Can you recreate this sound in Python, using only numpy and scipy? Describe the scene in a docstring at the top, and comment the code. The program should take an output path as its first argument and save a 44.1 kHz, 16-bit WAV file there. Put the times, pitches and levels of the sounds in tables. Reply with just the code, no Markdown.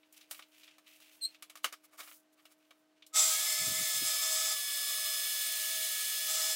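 """Plunge saw on a guide rail

A plunge track saw is set on its rail on a plywood sheet in a small, humming workshop.
The hose rustles and the base squeaks, knocks and scuffs: shaped noise and a gliding whistle.
Then the motor bursts into life: harmonic whines of fan, gears and drone follow pitch curves,
while noise through resonances gives the rushing air and the blade as it is pushed into the sheet.
"""
import sys
import numpy as np
from scipy import signal
from scipy.fft import rfft, irfft
from scipy.io import wavfile

SR = 44100
rng = np.random.default_rng(int(sys.argv[2]) if len(sys.argv) > 2 else 0)


def materialize(psi):
    """Save the field psi as 16-bit PCM at rate SR to the path in sys.argv[1].

    A 1-D psi becomes a single channel; in a 2-D psi each row is a channel.
    """
    bounded = np.clip(np.atleast_2d(psi).T, -1, 1)
    quanta = np.round(bounded * 32767).astype(np.int16)
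    wavfile.write(sys.argv[1], SR, quanta)


N = 288855
TIME = np.arange(N) / SR
START_S = 3.128  # the motor is switched on


def from_db(db):
    """Logarithmic level: decibels to amplitude gain."""
    return 10 ** (np.asarray(db) / 20)


def rms_one(x):
    """Normalisation: scale to unit mean power."""
    return x / np.sqrt(np.mean(x ** 2) + 1e-20)


def in_time(rows):
    """Linear interpolation: each column of a curve at every sample."""
    seconds, *columns = np.transpose(rows)
    return [np.interp(TIME, seconds, column) for column in columns]


def noise(spectrum, resonances=(), size=N):
    """Spectral shaping: white noise given a broad colour and narrow resonances; rms 1."""
    hz = np.fft.rfftfreq(size, 1 / SR) + 1e-3
    points = np.array(spectrum)
    db = np.interp(np.log(hz), np.log(points[:, 0]), points[:, 1])
    for centre, width, lift in resonances:
        db = db + lift / (1 + (2 * (hz - centre) / width) ** 2)
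    white = rng.standard_normal(size)
    return rms_one(irfft(rfft(white) * from_db(db), size))


def drift(rate):
    """Low-passed chance: a random curve changing about rate times a second; spread 1."""
    step = 20  # samples between the points of the slow curve
    settle = 4000  # points dropped while the filter settles
    pole = np.exp(-2 * np.pi * step * rate / SR)
    white = rng.standard_normal(N // step + settle + 2)
    slow = signal.lfilter([1], [1, -2 * pole, pole * pole], white)[settle:]
    return np.interp(np.arange(N) / step, np.arange(len(slow)), rms_one(slow))


def tone(pitch, orders, jitter, flutter_db, flutter_rate=12):
    """Fourier series: harmonics of a slightly unsteady pitch, each fluttering in level."""
    phase = 2 * np.pi * np.cumsum(pitch * (1 + jitter * drift(35.0))) / SR
    total = 0
    for multiple, db in orders:
        gain = from_db(db + flutter_db * drift(flutter_rate))
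        total = total + gain * np.sin(round(multiple) * phase + rng.uniform(0, 2 * np.pi))
    return np.sqrt(2) * total  # a sine of rms 1 peaks at sqrt(2)


def swell(start, end, rise_s, fall_s):
    """Exponential release: rise from start, hold until end, then die away; top 1."""
    rise = np.clip((TIME - start) / rise_s, 0, 1)
    return rise * np.exp(-np.clip((TIME - end) / fall_s, 0, 20))


SURGE_DB, SURGE_RISE_S = -26, 0.034


def surge(hold_s=0.073, fall_db_per_s=84):
    """Starting transient: the jolt builds fast, holds and dies as the blade gains speed; top 1."""
    age = TIME - START_S
    rise = np.clip(age / SURGE_RISE_S, 0, 1) ** 2
    return rise * from_db(-fall_db_per_s * np.maximum(age - hold_s, 0))


# Spells in which blade and gears are worked hard.
# Each row: start in seconds, end in seconds, level at the start in dB, easing in dB per second.
LOAD_SPELLS = [(3.2, 3.98, -36, 4), (4.03, 4.169, -35, 14), (4.202, 4.526, -35, 2), (6.27, 6.523, -36, 0.5)]


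def effort(idle_db=-46.5, rise_s=.025, fall_s=.018):
    """Addition of powers: idling, the starting jolt and the spells of load make one gain."""
    idle = from_db(idle_db) * np.clip((TIME - START_S) / SURGE_RISE_S, 0, 1)
    parts = [idle, from_db(SURGE_DB) * surge()]
    for start, end, db, easing in LOAD_SPELLS:
        eased = from_db(db - easing * np.maximum(TIME - start, 0))
        parts.append(eased * swell(start, end, rise_s, fall_s))
    return np.linalg.norm(parts, axis=0)


# Broad colour of the cutting noise. Each row: frequency in Hz, relative density in dB per Hz.
RASP_COLOUR = [(180, -80), (300, -58), (372, -52), (590, -21.5), (620, -18), (1090, -14.5), (1280, -14),
               (1750, -14.5), (2140, -13.5), (4210, -6), (7500, 1), (8560, -5.5), (15500, -15.5)]
# Resonances of the blade. Each row: centre in Hz, width in Hz, lift in dB.
BLADE_MODES = [(664, 67, 6), (800, 50, 9.5), (1285, 97, 11.5), (1740, 180, -1), (2134, 130, 11),
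               (3530, 170, 12), (4840, 44, 10), (5050, 23, 9.5), (5300, 30, 10), (5700, 33, 4),
               (5930, 34, 8), (6730, 40, 7.5), (6700, 42, -4), (7340, 62, 0), (7220, 35, 8),
               (7650, 60, 10.5), (7900, 53, 13)]


def blade(load, rasp_db=-1, chatter_db=0.74, grit_db=1.0):
    """Forced vibration: uneven tooth and gear contacts set the steel disc ringing."""
    roughness = chatter_db * drift(31) + grit_db * drift(430)
    return load * from_db(rasp_db + roughness) * noise(RASP_COLOUR, BLADE_MODES)


# Gear whine, sagging and surging. Each row: time in seconds, pitch in Hz.
GEAR_PITCH = [(3.3, 2120), (3.43, 2266), (3.82, 2245), (3.95, 2156), (4.04, 2202), (4.1, 2344),
              (4.27, 2225), (4.55, 2243), (4.88, 2252), (5.1, 2211), (5.33, 2260), (5.55, 2210),
              (5.8, 2255), (5.93, 2210), (6.1, 2284), (6.25, 2267), (6.55, 2264)]
# Harmonics of the gear whine. 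Each row: multiple of the pitch, level in dB before the slow fade.
GEAR_ORDERS = [(1, -52.5), (2, -53), (4, -52), (5, -54.5), (6, -65)]
# The rotor's own hum. Each row: time in seconds, level in dB.
ROTOR_LEVEL = [(3.3, -84), (4.15, -74.5), (5.1, -87), (6.1, -72.5), (6.55, -73)]


def gears(rise_s=0.049, fade_db_per_s=1.5, rotor_ratio=.2058):
    """Meshing frequency: gears and rotor share one speed; the whine enters and slowly recedes."""
    (pitch,), (rotor_db,) = in_time(GEAR_PITCH), in_time(ROTOR_LEVEL)
    age = TIME - GEAR_PITCH[0][0]
    whine = tone(pitch, GEAR_ORDERS, jitter=0.00092, flutter_db=2.0, flutter_rate=9.5)
    whine *= from_db(-fade_db_per_s * age)
    # rotor_ratio: rotor turns per cycle of the gear whine
    rotor = from_db(rotor_db) * tone(pitch * rotor_ratio, [(1, 0)], jitter=0.0015, flutter_db=1.2)
    return np.clip(age / rise_s, 0, 1) * (whine + rotor)


# Pitch of the fan whine. 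Each row: time in seconds, pitch in Hz.
FAN_PITCH = [(3.1, 1150), (3.3, 1579), (3.4, 1705), (3.5, 1732), (3.89, 1738), (4.03, 1703), (4.22, 1739),
             (4.33, 1722), (4.58, 1717), (5.2, 1716), (5.9, 1712), (6.55, 1719)]
# Lower harmonics of the fan. Each row: multiple of the pitch, level in dB at the final speed.
FAN_LOW_ORDERS = [(1, -50), (2, -48.5)]
# The piercing third harmonic. Each row: time in seconds, level in dB at the final speed.
FAN_SHRILL = [(3.33, -62), (3.48, -39.5), (3.82, -50), (3.93, -42.5), (4.35, -42), (4.62, -46), (5.12, -43),
              (5.55, -48.5), (6.15, -49), (6.42, -42.5)]


def fan(rise_s=.2, speed_power=4):
    """Aeroacoustic power law: whine grows steeply with speed; its third harmonic swells and fades."""
    (pitch,), (shrill_db,) = in_time(FAN_PITCH), in_time(FAN_SHRILL)
    whine = tone(pitch, FAN_LOW_ORDERS, jitter=0.00044, flutter_db=0.77, flutter_rate=7.8)
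    shrill = tone(pitch, [(3, 0)], jitter=0.0004, flutter_db=0.85, flutter_rate=16)
    whine += from_db(shrill_db) * shrill
    speed_gain = (pitch / pitch[-1]) ** speed_power
    return np.clip((TIME - START_S) / rise_s, 0, 1) * speed_gain * whine


# Partials of the electric drone. Each row: multiple of the pitch, level in dB at the surge's
# nominal top before throbbing, exponent of the load, lag behind the load in seconds,
# throbs per second, throb depth in dB, time of one crest in seconds.
DRONE_PARTIALS = [(1, -51.5, 0.55, 0.0099, 1.494, 3.8, 4.383), (2, -47, 1.03, -0.011, 6.13, 3.5, 4.14),
                  (3, -62, .55, -0.0046, 1.7, 4, 4.45)]


def drone(load, pitch_hz=636):
    """Amplitude modulation: the electric drone throbs and swells with load, the octave most."""
    out = 0
    for multiple, db, exponent, lag, rate, depth_db, crest in DRONE_PARTIALS:
        strain = np.interp(TIME - lag, TIME, load) / from_db(SURGE_DB)
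        throb_db = depth_db * np.cos(2 * np.pi * rate * (TIME - crest))
        partial = tone(pitch_hz, [(multiple, 0)], jitter=0.0014, flutter_db=1.6)
        out = out + strain ** exponent * from_db(db + throb_db) * partial
    return out


# Resonances of blade and housing that sing out for a while.
# Each row: start in seconds, end in seconds, centre in Hz, width in Hz, held level in dB rms.
SINGING_MODES = [(3.15, 3.28, 7430, 100, -38), (3.15, 3.29, 7630, 63, -40), (3.4, 3.92, 2078, 36, -51.5),
                 (4.17, 5.177, 1163, 58, -59.5), (4.35, 5.4, 3485, 25, -50.5), (5.35, 5.65, 8870, 120, -51)]


def rings(rise_s=.03, fall_s=.05):
    """Resonance: narrow bands, driven by the rough contact, build up, hold and die away."""
    out, white = 0, rng.standard_normal(N)
    for start, end, hz, width, db in SINGING_MODES:
        edges = [hz - width / 2, hz + width / 2]
        band = signal.butter(2, edges, "band", fs=SR, output="sos")
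        ringing = rms_one(signal.sosfilt(band, white))
        out = out + from_db(db) * ringing * swell(start, end, rise_s, fall_s)
    return out


# Strength of the rushing air. Each row: time in seconds, level in dB.
AIR_LEVEL = [(3.3, -33), (3.6, -35.5), (4.1, -34.5), (4.6, -36.5), (5.2, -34.5), (6.55, -35)]
# Broad colour of the air. Each row: frequency in Hz, relative density in dB per Hz.
AIR_COLOUR = [(25, -38), (60, -34), (130, -34.5), (300, -30.5), (540, -25.5), (700, -19.5), (950, -18.5),
              (1200, -15.5), (1600, -10), (1950, -10.5), (3400, -2), (5200, -3), (9000, -5), (15500, -3.5)]
# Resonances of the housing. Each row: centre in Hz, width in Hz, lift in dB.
HOUSING_MODES = [(696, 67, 9), (974, 480, -8.5), (1167, 120, 10), (1550, 330, -5), (1847, 69, 4.5),
                 (2270, 74, 7.5), (2320, 64, -5.5), (2410, 65, -0.5), (2760, 150, -1.5), (2900, 63, 4),
                 (3470, 86, 0), (4840, 160, -0.5), (5450, 930, -4.5), (6380, 88, 6.5), (6850, 60, 3.5),
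                 (7950, 170, 0.5), (8730, 1200, 4), (10380, 170, 5), (12400, 90, 1)]


def air(rise_s=0.16, gust_db=0.5):
    """Turbulence: cooling and extraction air builds up and rushes through the resonant housing."""
    db, = in_time(AIR_LEVEL)
    flow = np.clip((TIME - START_S) / rise_s, 0, 1) * from_db(db + gust_db * drift(21))
    return flow * noise(AIR_COLOUR, HOUSING_MODES)


def reflections(x, count=8, strength=.18):
    """Comb filtering: echoes off sheet and walls, their paths creeping as the saw advances."""
    out = x.copy()
    # delay in seconds, creep in seconds of delay per second
    for delay, creep in rng.uniform([.001, -8e-5], [.014, 8e-5], (count, 2)):
        out += strength * np.interp(TIME - delay - creep * TIME, TIME, x)
    return out


# Puffs of air on the microphone. Each row: centre in seconds, level in dB, length (sigma) in seconds.
AIR_PUFFS = [(3.625, -52.5, .02), (3.681, -50, 0.0074), (3.715, -52, 0.017), (3.772, -59, 0.015),
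             (3.818, -52, 0.013), (3.986, -61, 0.025), (4.025, -46, 0.0064), (4.06, -66, 0.021)]
# Colour of their rumble. Each row: frequency in Hz, relative density in dB per Hz.
PUFF_RUMBLE = [(25, -31), (60, -13), (130, 2.5), (250, -5), (400, -8.5), (600, -22), (1500, -70)]


def puffs():
    """Pseudo-sound: eddies of air brush the microphone as bell-shaped bursts of rumble."""
    gusts = 0
    for centre, db, length in AIR_PUFFS:
        gusts = gusts + from_db(db) * np.exp(-.5 * ((TIME - centre) / length) ** 2)
    return gusts * noise(PUFF_RUMBLE)


# Broad colour of a contact with rail or sheet. Each row: frequency in Hz, relative density in dB per Hz.
CONTACT_COLOUR = [(100, -55), (250, -13), (420, -15.5), (650, -9), (950, -7), (1200, 0), (1700, -1),
                  (2200, -2.5), (3000, -5), (3800, -4.5), (5000, -5), (7000, -5), (11000, -6.5),
                  (15500, -8)]
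# What rail and sheet ring with. Each row: centre in Hz, width in Hz, lift in dB.
RAIL_MODES = [(640, 230, 10), (1200, 220, 8), (1570, 100, -2), (2274, 130, 7), (2980, 320, 4.5),
              (3440, 280, 2.5), (3860, 120, 3), (5840, 270, -1)]


def contact(bass, treble, size, count=12):
    """Contact stiffness: soft contacts favour bass, hard ones treble; each spot has its own modes."""
    hz, colour = np.transpose(CONTACT_COLOUR)
    tilt = np.interp(np.log(hz), np.log([1100, 3300, 9000]), [bass, 0, treble])
    # chance modes: centre Hz, width Hz, lift dB
    modes = rng.uniform([2000, 60, 2], [12000, 180, 6], (count, 3))
    return noise(np.c_[hz, colour + tilt], [*RAIL_MODES, *modes], size=size)


# Knocks of the saw and hose on rail and sheet. Each row: start in seconds, then level, bass tilt
# and treble tilt in dB, each relative to the offset of the same name in knocks().
CONTACT_KNOCKS = [(0.03, -58.5, -22, -41), (0.125, -49.5, -25, 6), (0.21, -48, -32, -20),
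                  (0.31, -31, -13.5, 0), (0.345, -46.5, -19, -21), (0.392, -43, -10.5, -16),
                  (0.423, -48, -27, -22), (0.632, -49.5, -40, -25), (0.677, -48.5, -26, -34),
                  (0.782, -51.5, -9, -10), (0.869, -54.5, -28, -26), (1.001, -52, -10, -5),
                  (1.345, -48.5, -27, -23), (1.423, -38, -15.5, -8), (1.497, -43, -15, -11.5),
                  (1.554, -42, -10.5, -7.5), (1.571, -45.5, -14, -8), (1.643, -21, -10.5, -10),
                  (1.725, -37.5, -15, -9.5), (2.003, -38, -11.5, -17), (2.113, -47.5, -17, -46),
                  (2.453, -48, -15, -14.5), (2.707, -49, -7.5, -15.5), (3.022, -48.5, -37, -37),
                  (3.064, -48.5, -43, -2)]


def knocks(gain_db=-7, bass_db=8, treble_db=6, rise_s=0.0018, crack_s=0.0066,
           tail_db=-4, tail_t60=0.13, low_hz=220):
    """Impulse response: a short crack and a diffuse tail; light parts radiate no deep bass."""
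    out, t = np.zeros(N + SR), TIME[:SR // 4]
    crack = np.exp(-t / crack_s)
    tail = from_db(tail_db - 60 * t / tail_t60)
    shape = (crack + tail) * np.minimum(t / rise_s, 1)
    for start, db, bass, treble in CONTACT_KNOCKS:
        at = int(start * SR)
        hit = contact(bass + bass_db, treble + treble_db, len(t)) * shape
        out[at:at + len(t)] += from_db(db + gain_db) * hit
    return signal.sosfilt(signal.butter(2, low_hz, "high", fs=SR, output="sos"), out[:N])


# Scuffs of the base and hands on the sheet. Each row: centre in seconds, level in dB,
# length (sigma) in seconds, bass tilt in dB, treble tilt in dB.
SHEET_SCUFFS = [(0.176, -56, 0.0072, -23, 0), (0.327, -56, 0.015, 2, 6), (1.641, -51.5, 0.0044, -15, 2),
                (1.737, -47.5, 0.0076, 4, -5), (1.85, -60, 0.01, -1, 7), (1.942, -61, 0.015, 5, 1),
                (2.001, -46.5, .012, 3.5, 4.5), (2.036, -55, 0.018, -2, -4), (2.083, -54, 0.011, -1, -9),
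                (2.337, -71, 0.009, -12, 10), (2.396, -67, 0.012, -6, -14), (2.521, -64, 0.013, -4.5, 2)]


def scuffs(grain_db=1.5):
    """Sliding friction: short slides swell and fade with no hard attack."""
    out, t = np.zeros(N + SR), TIME[:SR // 4]
    middle = t.mean()
    for centre, db, length, bass, treble in SHEET_SCUFFS:
        at = max(int((centre - middle) * SR), 0)
        bell = np.exp(-.5 * ((t - middle) / length) ** 2)
        out[at:at + len(t)] += from_db(db) * contact(bass, treble, len(t)) * bell
    return out[:N] * from_db(grain_db * drift(200))


def strokes(rows, fall_s, rise_s=0.02):
    """Superposition: strokes of rubbing share one rise and fade."""
    return sum(from_db(db) * swell(start, end, rise_s, fall_s) for start, end, db in rows)


# The hose brushes over clothes and sheet. Each row: start in seconds, end in seconds, level in dB.
HOSE_STROKES = [(.13, .23, -66.5), (.32, .41, -66), (.51, .6, -68), (.6, .72, -64), (.85, .95, -64.5),
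                (1.0, 1.13, -65.5), (1.19, 1.33, -68), (2.59, 2.65, -76), (2.95, 2.98, -76)]
# The base slides. Each row: start in seconds, end in seconds, level in dB.
BASE_STROKES = [(.12, .22, -67), (.31, .39, -59), (.47, .56, -75), (.56, .66, -67), (.86, .97, -65.5),
                (1.0, 1.11, -68), (1.11, 1.17, -66), (1.26, 1.33, -73), (1.97, 2.16, -57),
                (2.36, 2.54, -77), (2.57, 2.82, -81)]
# Colour of the brushing hose. Each row: frequency in Hz, relative density in dB per Hz.
HOSE_COLOUR = [(400, -26.5), (1200, -13.5), (1900, -7.5), (2650, 1), (3300, -3.5), (4200, -8.5),
               (6000, -10.5), (15000, -26)]
# Colour of the sliding base. Each row: frequency in Hz, relative density in dB per Hz.
SLIDE_COLOUR = [(800, -20), (3000, -9.5), (6000, -1.5), (9000, 0.5), (15500, 2.5)]


def rubbing(stir_db=-82, stir_end_s=1.9, grain_db=2.0, rib_db=1.5):
    """Granular friction: ribbed hose and base catch and slip; both stir faintly while carried."""
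    stir = from_db(stir_db) * (TIME < stir_end_s)
    hose_level = np.hypot(strokes(HOSE_STROKES, fall_s=0.04), stir)
    slide_level = np.hypot(strokes(BASE_STROKES, fall_s=0.027), stir)
    hose = hose_level * from_db(rib_db * drift(400)) * noise(HOSE_COLOUR)
    slide = slide_level * noise(SLIDE_COLOUR)
    return (hose + slide) * from_db(grain_db * drift(90))


def room(x, wet_db, t60_s=0.14):
    """Reverberation: dense, quickly dying reflections from cluttered walls."""
    t = TIME[:SR // 3]
    tail = rng.standard_normal(len(t)) * from_db(-60 * t / t60_s) * (t > .003)
    return x + from_db(wet_db) * signal.fftconvolve(x, tail / np.linalg.norm(tail))[:N]


# Harmonics of the squeak. Each row: multiple of the pitch, level in dB relative to the first.
SQUEAK_HARMONICS = [(1, 0), (2, -6), (3, -18.5)]


def squeak(start_s=1.21, end_s=1.257, rest_hz=4340, level_db=-36.5, sag=0.045, waver=0.018,
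           rough_db=2.0, friction_db=-25):
    """Stick-slip: the base whistles on the rail, lower as it presses harder, over friction hiss."""
    pressure = swell(start_s, end_s, rise_s=0.019, fall_s=0.0075)
    pitch = rest_hz * (1 - sag * pressure + waver * drift(110))
    whistle = tone(pitch, SQUEAK_HARMONICS, jitter=.004, flutter_db=2.0)
    slip = whistle * from_db(rough_db * drift(200)) + from_db(friction_db) * noise(SLIDE_COLOUR)
    return room(from_db(level_db) * pressure * slip, wet_db=-13)


# Tones of the workshop's hum. Each row: frequency in Hz, level in dB rms before HUM_STRENGTH.
HUM_TONES = [(306.8, -74), (635.2, -80), (1270, -94), (1540, -89.5), (1906, -99), (2977, -94.5),
             (3580, -97)]
# Strength of the hum. Each row: time in seconds, gain in dB.
HUM_STRENGTH = [(3.1, -1), (3.4, -4.5), (6.55, -11)]
# Colour of the faint hiss. Each row: frequency in Hz, relative density in dB per Hz.
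HISS_COLOUR = [(30, -28), (60, -23), (120, -9.5), (200, -1.5), (400, 0.5), (750, 1), (1300, -2.5),
               (3000, -6), (4500, -9), (15500, -20.5)]


def workshop(hiss_db=-76.5):
    """Background noise: pure machine tones, fainter once the saw starts, over steady faint hiss."""
    gain_db, = in_time(HUM_STRENGTH)
    hum = 0
    for hz, db in HUM_TONES:
        hum = hum + np.sqrt(2) * from_db(db) * np.sin(2 * np.pi * (hz * TIME + rng.random()))
    return from_db(gain_db) * hum + from_db(hiss_db) * noise(HISS_COLOUR)


def scene():
    """Superposition: all sources add at one microphone, which feeds both channels."""
    load = effort()
    saw = fan() + gears() + drone(load) + rings() + reflections(air() + blade(load))
    handling = knocks() + scuffs() + rubbing() + squeak()
    mono = saw + handling + puffs() + workshop()
    return np.array([mono, mono])


def record(dry, cutoff_hz=15850):
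    """Band limiting: a long symmetric filter cuts the top steeply."""
    lowpass = signal.firwin(601, cutoff_hz, fs=SR)
    return signal.fftconvolve(dry, lowpass[None], mode="same", axes=1)


dry = scene()
out = record(dry)
materialize(out)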